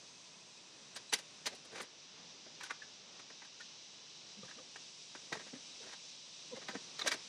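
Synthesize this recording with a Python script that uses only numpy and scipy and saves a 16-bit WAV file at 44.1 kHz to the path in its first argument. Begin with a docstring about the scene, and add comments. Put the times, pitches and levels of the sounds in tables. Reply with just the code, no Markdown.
"""In a shelter at the edge of a summer meadow, small metal clips are handled close to the microphone.
Each click is a quick swell of tiny impacts that rings the same few modes; edges snap and tink, and
between the clicks things rub, squeak and knock softly, with a short tail from the close walls.
Behind it lie a steady high hiss, likely insects in the grass, a far cricket and a low wash of open air."""
import sys
import numpy as np
from scipy import signal
from scipy.fft import rfft, irfft
from scipy.io import wavfile

SR = 44100
rng = np.random.default_rng(int(sys.argv[2]) if len(sys.argv) > 2 else 0)


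def output_pcm(signal):
    """Save a mono or channel-first signal as 16-bit PCM at the path in sys.argv[1].

    Samples are clipped to [-1, 1] before scaling.
    """
    pcm = np.clip(np.atleast_2d(signal).T, -1, 1) * 32767
    wavfile.write(sys.argv[1], SR, np.round(pcm).astype(np.int16))


N = 321048
TIME = np.arange(N) / SR


def from_db(db):
    """Decibels to gain."""
    return 10 ** (np.asarray(db) / 20)


def rms(x):
    """Root mean square."""
    return np.sqrt(np.mean(x ** 2) + 1e-20)


def band(x, low_hz, high_hz, order=4):
    """Causal band-pass."""
    sos = signal.butter(order, [low_hz, min(high_hz, .45 * SR)], "band", fs=SR, output="sos")
    return signal.sosfilt(sos, x + 1e-18)


def drift(rate):
    """A random wobble of rms 1, with about `rate` turns a second."""
    knots = rng.standard_normal(int(N / SR * rate) + 3)
    wobble = np.interp(TIME * rate, np.arange(len(knots)), knots)
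    return wobble / rms(wobble)


def arch(start, end):
    """Swell in and out between two times."""
    return np.sqrt(np.abs(np.sin(np.pi * np.clip((TIME - start) / (end - start), 0, 1))))


def resonance(x, hz, width_hz):
    """Two-pole resonance with gain 1 at its peak."""
    r = np.exp(-np.pi * width_hz / SR)
    feedback = [1, -2 * r * np.cos(2 * np.pi * hz / SR), r * r]
    return signal.lfilter(np.array([1, 0, -1]) * (1 - r * r) / 2, feedback, x + 1e-18)


def coloured_noise(spectrum):
    """Noise of rms 1, shaped by an EQ curve of (Hz, dB) points."""
    hz, db = np.transpose(spectrum)
    bins = np.maximum(np.fft.rfftfreq(N, 1 / SR), 1)
    eq = from_db(np.interp(np.log(bins), np.log(hz), db))
    noise = irfft(rfft(rng.standard_normal(N)) * eq, N)
    return noise / rms(noise)


def narrow_noise(hz, width_hz):
    """Noise of rms 1, twice through one resonance."""
    noise = resonance(resonance(rng.standard_normal(N), hz, width_hz), hz, width_hz)
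    return noise / rms(noise)


def open_air(trim_db=2.0, waver_db=1.0):
    """A low, gently wavering wash of air over the meadow."""
    # The air's colour. Each row: frequency in Hz, relative level in dB.
    colour = [(20, -35), (55, -20), (95, -7.5), (150, 3.5), (300, 0.5), (560, 0), (750, -3), (1000, -1.5),
              (1400, -5.5), (2000, -5), (4000, -4.5), (9000, -39), (15000, -84)]
    # Its fader ride. Each row: time in seconds, level in dB before the trim.
    ride = [(0.0, -65.5), (1.76, -64.5), (2.05, -65.5), (2.55, -64), (3.2, -64), (3.65, -66), (4.2, -66),
            (5.54, -64.5), (6.24, -67.5), (6.53, -64.5), (6.69, -61), (7.28, -62.5)]
    level_db = np.interp(TIME, *np.transpose(ride)) + trim_db + waver_db * drift(9.1)
    return from_db(level_db) * coloured_noise(colour)


def insects(start_db=-60, rise_db_per_s=0.965, waver_db=0.54):
    """Many insects blur into an even, slowly growing hiss, with a finer sizzle on top."""
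    # The colours of chorus and sizzle. Each row: frequency in Hz, relative level in dB.
    chorus_colour = [(1500, -40), (2100, -11), (2600, -2.5), (3200, -2), (3850, 2), (4300, -1.5),
                     (4900, 1.5), (5300, 1.5), (6000, 3), (6500, -5), (7100, -10), (8200, -17.5),
                     (10000, -59)]
    sizzle_colour = [(4000, -22.5), (6500, -2), (7800, -5), (8600, -7), (9300, -13.5), (10500, -18.5),
                     (12000, -40.5)]
    # The sizzle's fader ride. Each row: time in seconds, level in dB.
    sizzle_ride = [(0.0, -70), (0.53, -70.5), (1.36, -69), (2.11, -76.5), (3.89, -75.5), (5.45, -67.5),
                   (6.16, -71), (7.28, -65)]
    chorus = from_db(start_db + rise_db_per_s * TIME) * coloured_noise(chorus_colour)
    sizzle = from_db(np.interp(TIME, *np.transpose(sizzle_ride))) * coloured_noise(sizzle_colour)
    return (chorus + sizzle) * from_db(waver_db * drift(16))


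def whines(jitter_hz=4):
    """Thin tones come and go in the hiss; the later ones creep up in pitch."""
    # Each row: start and end in seconds, pitch halfway in Hz, rise in Hz per second, rms level in dB.
    tones = [(-.5, .5, 4400, 0, -76), (-.5, .5, 4500, 0, -75), (-.5, .55, 4942, 0, -69.5),
             (-.5, .45, 5530, 0, -74), (-.4, .9, 5803, 0, -75), (-.5, .45, 6170, 0, -74),
             (-.4, .9, 6358, 0, -72), (-.5, .4, 6590, 0, -78), (-.5, 1, 7500, 0, -82),
             (-.5, .9, 7682, 0, -82), (-.5, 1, 8030, 0, -83), (-.5, .9, 8570, 0, -85),
             (5.2, 6.9, 6425, 28, -80), (4.2, 5.8, 6832, 30, -79), (4.1, 6.7, 7268, 31, -78.5),
             (3.6, 7.4, 7918, 33, -80), (3.8, 7.0, 8368, 35, -86), (4.4, 7.2, 8455, 35, -87),
             (4.0, 7.3, 8700, 36, -88)]
    out = np.zeros(N)
    for start, end, hz, rise, db in tones:
        pitch = hz + rise * (TIME - (start + end) / 2) + jitter_hz * drift(120)
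        envelope = np.sqrt(2) * from_db(db + drift(23)) * arch(start, end)
        out += envelope * np.sin(2 * np.pi * np.cumsum(pitch) / SR)
    return out


def buzzes():
    """Narrow, breathy bands stand out of the hiss for a while."""
    # Each row: start and end in seconds, centre and width in Hz, rms level at the crest in dB.
    bands = [(-.2, .9, 980, 110, -77), (1.7, 3.3, 4910, 110, -71), (3.2, 5.2, 2965, 50, -74),
             (3.3, 4.9, 3990, 140, -68.5), (5.3, 7.4, 3930, 110, -67), (3.6, 6.8, 5520, 110, -73)]
    return sum(from_db(db) * arch(start, end) * narrow_noise(hz, width_hz)
               for start, end, hz, width_hz, db in bands)


def cricket(pitch_hz=2540, jitter_hz=55.5, pulses_per_s=11.95, first_pulse_s=0.081, level_db=-64.5):
    """A far cricket chirps in soft, even pulses, then falls silent."""
    pulses = np.abs(np.cos(np.pi * pulses_per_s * (TIME - first_pulse_s))) ** 3
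    phase = 2 * np.pi * np.cumsum(pitch_hz + jitter_hz * drift(200)) / SR
    return from_db(level_db) * arch(-.6, 1.7) * pulses * np.sin(phase)


def shelter(x, t60=0.23, wall_hz=5000, predelay_s=0.004):
    """Close walls give a short, dull tail."""
    since = np.arange(int(.4 * SR)) / SR
    decay = np.exp(-np.log(1000) * since / t60) * (since > predelay_s)
    tail = band(rng.standard_normal(len(since)), 170, wall_hz, order=1) * decay
    return signal.fftconvolve(x, tail / np.sqrt(np.sum(tail ** 2)))[:N]


def rustle(level_db=-77.0, flutter_db=3):
    """Sleeves and straps stir faintly while the hands move."""
    # The hand movements. Each row: start and end in seconds.
    stirs = [(2.7, 4), (4.35, 6.4), (5.8, 6.0), (6.5, 6.6)]
    cloth = band(rng.standard_normal(N), 300, 3000, order=3)
    stirring = sum(arch(start, end) for start, end in stirs)
    gain = from_db(level_db + flutter_db * np.minimum(drift(35), 2))
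    return gain * stirring * cloth / rms(cloth)


def squeaks(overtone_db=-16.0, rough=0.27, waver=0.025):
    """A surface slips unevenly under the hand: a brief, rough low tone that glides."""
    # Each row: start and length in seconds, first and last pitch in Hz, peak level in dB.
    slips = [(4.366, 0.057, 220, 182, -54.5), (4.44, 0.039, 169, 149, -59), (4.558, 0.025, 188, 260, -57),
             (4.578, 0.053, 530, 503, -58), (5.528, 0.022, 285, 245, -47), (5.533, 0.025, 176, 157, -53),
             (5.549, 0.031, 304, 259, -51.5), (5.8, 0.027, 540, 376, -55.5), (6.513, 0.037, 565, 446, -45),
             (6.522, .04, 279, 188, -52.5), (6.563, 0.029, 563, 525, -48.5), (6.73, 0.032, 508, 470, -47),
             (6.75, 0.032, 236, 180, -49)]
    out = np.zeros(N)
    grain = 1 + rough * drift(200)
    unsteady = 1 + waver * drift(400)
    for start, length, start_hz, end_hz, db in slips:
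        along = np.linspace(0, 1, int(length * SR))
        span = round(start * SR) + np.arange(len(along))
        pitch = (start_hz + (end_hz - start_hz) * along) * unsteady[span]
        phase = 2 * np.pi * np.cumsum(pitch) / SR
        tone = np.sin(phase) + from_db(overtone_db) * np.sin(2 * phase)
        out[span] += from_db(db) * np.sin(np.pi * along) * tone
    return out * grain


def knocks(fade_s=0.0057, edge_ratio=1.9):
    """A dull blow on the housing sets in at once and dies quickly in a broad, woody band."""
    # Each row: start in seconds, band centre in Hz, level in dB.
    blows = [(2.705, 1310, -42.5), (4.431, 240, -47.5), (4.759, 1030, -44.5), (5.149, 1040, -47),
             (5.151, 380, -53), (5.321, 517, -39), (5.325, 220, -41.5), (5.352, 430, -42),
             (5.368, 260, -46), (5.396, 320, -51), (5.464, 397, -50.5), (5.533, 295, -45),
             (6.572, 515, -49), (6.689, 270, -46), (6.75, 336, -40.5), (7.061, 604, -41)]
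    out = np.zeros(N)
    since = np.arange(int(.08 * SR)) / SR
    envelope = np.exp(-since / fade_s)
    for start, hz, db in blows:
        burst = envelope * rng.standard_normal(len(since))
        blow = band(burst, hz / edge_ratio, hz * edge_ratio, order=3)
        span = round(start * SR) + np.arange(len(since))
        out[span] += from_db(db) * rms(envelope) * blow / rms(blow)
    return out


def tinks(swell_s=0.0023, fade_s=0.0036, rough=0.18, waver=0.0084):
    """Two edges touch: one resonance swells, unsteady as they grate, and dies away."""
    # Each row: time of the peak in seconds, pitch in Hz, peak level in dB.
    touches = [(0.950, 8100, -51), (1.099, 4000, -43.5), (1.099, 7850, -52), (1.101, 8250, -54),
               (1.134, 2886, -35), (1.137, 5970, -28.5), (1.137, 7440, -38), (1.137, 10130, -34),
               (1.137, 421, -41.5), (1.138, 3210, -41), (1.138, 9480, -40), (1.139, 1860, -38),
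               (1.139, 6777, -36), (1.141, 4700, -30), (1.141, 2060, -33.5), (1.143, 2280, -41),
               (1.160, 5420, -47), (1.471, 1560, -46), (1.472, 4250, -39), (1.473, 4435, -46),
               (1.473, 613, -46), (1.475, 2020, -41), (2.611, 973, -50), (2.611, 2260, -48),
               (2.624, 1730, -52), (2.640, 1495, -41), (2.71, 1188, -37.5), (2.709, 1470, -37.5),
               (2.710, 2095, -40), (2.823, 1730, -41.5), (2.835, 1610, -53), (3.423, 865, -56),
               (3.607, 1440, -46.5), (3.613, 1820, -45.5), (4.435, 1200, -52), (4.434, 519, -51.5),
               (4.484, 1630, -53), (4.513, 1680, -53), (4.589, 1200, -53), (5.323, 934, -43),
               (5.328, 1916, -41), (5.330, 1588, -38.5), (5.331, 1320, -45), (5.355, 450, -42),
               (5.372, 1850, -53), (5.398, 1640, -52), (6.565, 2100, -52), (6.688, 1780, -39.5),
               (7.017, 2190, -42), (7.018, 1196, -41.5), (7.018, 4040, -35.5), (7.020, 3530, -38),
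               (7.020, 3690, -37), (7.065, 557, -36), (7.074, 6298, -33.5), (7.077, 1593, -32.5),
               (7.077, 2290, -34), (7.077, 5650, -36), (7.078, 9330, -42.5), (7.080, 955, -39),
               (7.081, 3800, -33), (7.082, 3994, -36), (7.083, 3493, -39), (7.117, 3063, -42),
               (7.118, 1873, -42), (7.119, 626, -44), (7.121, 2310, -37.5)]
    out = np.zeros(N)
    since = np.arange(-int(.03 * SR), int(.06 * SR)) / SR
    away = np.maximum(-since / swell_s, since / fade_s)
    envelope = np.exp(.5 - np.hypot(away, .5))  # a rounded crest of height 1
    unsteady = 1 + waver * drift(900)
    for peak_s, hz, db in touches:
        span = round((peak_s + since[0]) * SR) + np.arange(len(since))
        phase = 2 * np.pi * np.cumsum(hz * unsteady[span]) / SR
        out[span] += from_db(db) * envelope * np.sin(phase)
    return out * (1 + rough * drift(700))


def clip_body(force, ring_db=2.5, width_scale=0.94, dry_db=-0.5):
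    """The dry crack of the impacts plus the modes that they set ringing in the metal."""
    # Each row: frequency in Hz, width in Hz before scaling, relative level in dB.
    modes = [(450, 120, -8), (778, 34, -1.5), (985, 24, -9), (1270, 55, -11), (1585, 75, -1),
             (1850, 110, -2.5), (2000, 50, -9), (2280, 29, -11), (2775, 28, -10), (3220, 40, -2.5),
             (3480, 53, -6), (3750, 81, -4), (3870, 45, -5), (4070, 49, -4), (4240, 55, -3), (4420, 39, -9),
             (4750, 42, 0.5), (6040, 120, -9), (6700, 76, -5), (7650, 59, -6), (8700, 68, 0),
             (9400, 60, -4)]
    ring = sum(from_db(db) * resonance(force, hz, width * width_scale) for hz, width, db in modes)
    return from_db(dry_db) * force + from_db(ring_db) * ring


def snaps(fade_s=0.011):
    # Each row: start in seconds, strike level in dB.
    strikes = [(0.962, -52.5), (1.135, -42), (1.458, -37.5), (2.604, -55), (2.707, -58), (5.324, -47.5),
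               (6.685, -46), (6.992, -40), (7.07, -36), (7.116, -39)]
    # The crack's colour. Each row: frequency in Hz, relative level in dB.
    colour = [(60, -30), (300, -17), (1800, -0.5), (5500, 4.5), (10000, -30), (12000, -21), (15500, -26)]
    envelope = sum(from_db(db) * (TIME >= start) * np.exp(-np.abs(TIME - start) / fade_s)
                   for start, db in strikes)
    return clip_body(envelope * coloured_noise(colour))


def contact_envelopes(ranges, pivot_hz=2000, rub_swell_s=0.013, rub_tilt_db=-1):
    """One envelope per range: clicks swell fast, rubs more slowly, and the lows fade last."""
    # The clips click together. Each row: time of the peak and swell time in seconds, level in dB,
    # tilt in dB per octave, weight of the low knock in dB.
    clicks = [(0.965, 0.0044, -43, 2.5, 1.5), (1.128, 0.0019, -31.5, 0.5, -5), (1.138, 0.0044, -33.5, 4, 3),
              (1.191, 0.0043, -48.5, 4, 9), (1.468, 0.0043, -34.5, 2, 1), (1.552, 0.0036, -61, 7.5, 0),
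              (1.652, 0.0025, -59, 5, 21), (1.76, 0.0079, -45.5, -1, -2.5), (1.805, 0.0047, -41, -3, -5.5),
              (1.821, 0.0083, -61, 11, 5), (2.466, 0.0062, -58, -3, 1.5), (2.61, 0.002, -47, -1.5, -18),
              (2.623, 0.0015, -55, -3.5, -11), (2.636, .0025, -47, 4.5, -2), (2.651, .004, -50, 1, -12),
              (2.665, .003, -50, 0, -17), (2.699, .002, -47, -4, -14), (2.708, 0.0025, -40, -2.5, -13),
              (2.823, .002, -57, -3, -5), (3.197, 0.004, -51.5, -1.5, -12),
              (3.303, 0.0025, -52.5, -3.5, -3.5), (3.423, 0.0037, -52.5, -6, -19),
              (3.45, 0.0027, -54, -2, -20), (3.609, 0.0055, -52.5, -0.5, -12),
              (4.513, 0.0022, -52, -4, -17), (4.762, 0.0012, -52, 0, -1), (5.152, 0.00088, -47.5, -3, -7),
              (5.327, 0.0014, -38, -1.5, -3.5), (5.340, .002, -46.5, -1, -4), (5.354, 0.0015, -48, -1, -7),
              (5.372, .002, -50.5, -2.5, -8), (5.398, 0.002, -50, -2.5, -5), (5.414, .004, -54, -1, 1),
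              (5.536, 0.0031, -57, -3.5, -5), (6.625, 0.0088, -52, -6, -13),
              (6.688, 0.0024, -38, -4.5, -11), (6.71, .003, -49, -3, -18), (6.753, .0055, -43, -5, -3.5),
              (6.995, .005, -43.5, -0.5, -5), (7.018, 0.0056, -43.5, -1.5, -1), (7.047, 0.0023, -49, -5, 1),
              (7.064, 0.003, -39, 0, -2), (7.078, 0.0053, -32, 1.6, 2.5), (7.112, 0.0011, -40, -1, -11),
              (7.119, 0.003, -33.5, 0.5, -8), (7.13, .004, -44.5, -1, 1), (7.143, 0.011, -42.5, 1, 4.5)]
    # The clips slide. Each row: time of the peak in seconds, level in dB, weight of the low knock in dB.
    slides = [(1.535, -56.5, 9), (1.735, -54.5, 6.5), (1.786, -47, -1), (1.834, -54, 3), (4.455, -60, 4.5),
              (4.497, -55, -8), (4.593, -61.5, 10), (5.48, -55.5, -9), (5.559, -58, 3), (5.838, -54, -4),
              (5.869, -58, 9.5), (5.897, -54.5, -3), (5.936, -49.5, -7.5), (6.57, -53, 2)]
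    # Any contact's colour, range by range. Each row: level offset in dB, fade time in seconds.
    colour = [(-6, 0.0091), (-1.5, 0.0084), (-1, 0.008), (-13.5, 0.0075)]
    # Each range's share of the knock weight: all goes to the lowest.
    knock_share = np.array([1, 0, 0, 0])
    rubs = [(peak_s, rub_swell_s, db, rub_tilt_db, knock_db) for peak_s, db, knock_db in slides]
    octaves = np.log2(np.array(ranges) / pivot_hz).mean(axis=1)
    colour_db, fades_s = np.transpose(colour)
    power = np.zeros((len(ranges), N))
    for peak_s, swell_s, db, tilt_db, knock_db in clicks + rubs:
        near = np.abs(TIME - peak_s) < .2
        since = TIME[near] - peak_s
        away = np.maximum(-since / swell_s, since / fades_s[:, None])
        shape = np.exp(-np.hypot(away, .5))  # a rounded crest between exponential flanks
        levels_db = db + colour_db + tilt_db * octaves + knock_db * knock_share
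        power[:, near] += (from_db(levels_db)[:, None] * shape) ** 2
    return np.sqrt(power)


def clips(impacts_per_s=12000, size_spread_db=2.5, hard_db=-50, fizz_db=-3.5, shake_db=-17.0):
    """Metal slides over metal: tiny impacts swell and fade; the harder the contact, the brighter."""
    # The ranges of knock, clack, ring and sparkle. Each row: low and high edge in Hz.
    ranges = [(215, 737), (780, 2510), (2450, 6800), (6900, 10590)]
    impacts = (rng.random(N) < impacts_per_s / SR) * rng.choice([-1, 1], N)
    impacts = impacts * from_db(size_spread_db * rng.standard_normal(N))
    envelopes = contact_envelopes(ranges)
    knock, sparkle = envelopes[0], envelopes[-1]

    def grains(envelope, low_hz, high_hz, order):
        """The impacts within one band, their rms following the envelope."""
        steady_rms = rms(band(impacts, low_hz, high_hz, order))
        return band(impacts * envelope, low_hz, high_hz, order) / steady_rms

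    force = sum(grains(envelope, *edges, order=5) for envelope, edges in zip(envelopes, ranges))
    # only hard contacts are short enough to reach the top of hearing
    hardness = sparkle / (sparkle + from_db(hard_db))
    fizz = from_db(fizz_db) * grains(sparkle * hardness, 11000, 14600, order=3)
    # heavy knocks shake the microphone a little
    shake = from_db(shake_db) * grains(knock, 75, 220, order=2)
    return clip_body(force) + fizz + shake


def scene(reverb_db=-19.5):
    """Close handling over the far meadow, the same in both channels."""
    handling = clips() + snaps() + tinks() + knocks() + squeaks() + rustle()
    reverb = from_db(reverb_db) * shelter(handling)
    meadow = open_air() + insects() + whines() + buzzes() + cricket()
    mono = handling + reverb + meadow
    return np.array([mono, mono])


def record(dry):
    """A steep high cut at 15.6 kHz."""
    return signal.sosfilt(signal.ellip(10, .1, 80, 15600, fs=SR, output="sos"), dry)


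dry = scene()
out = record(dry)
output_pcm(out)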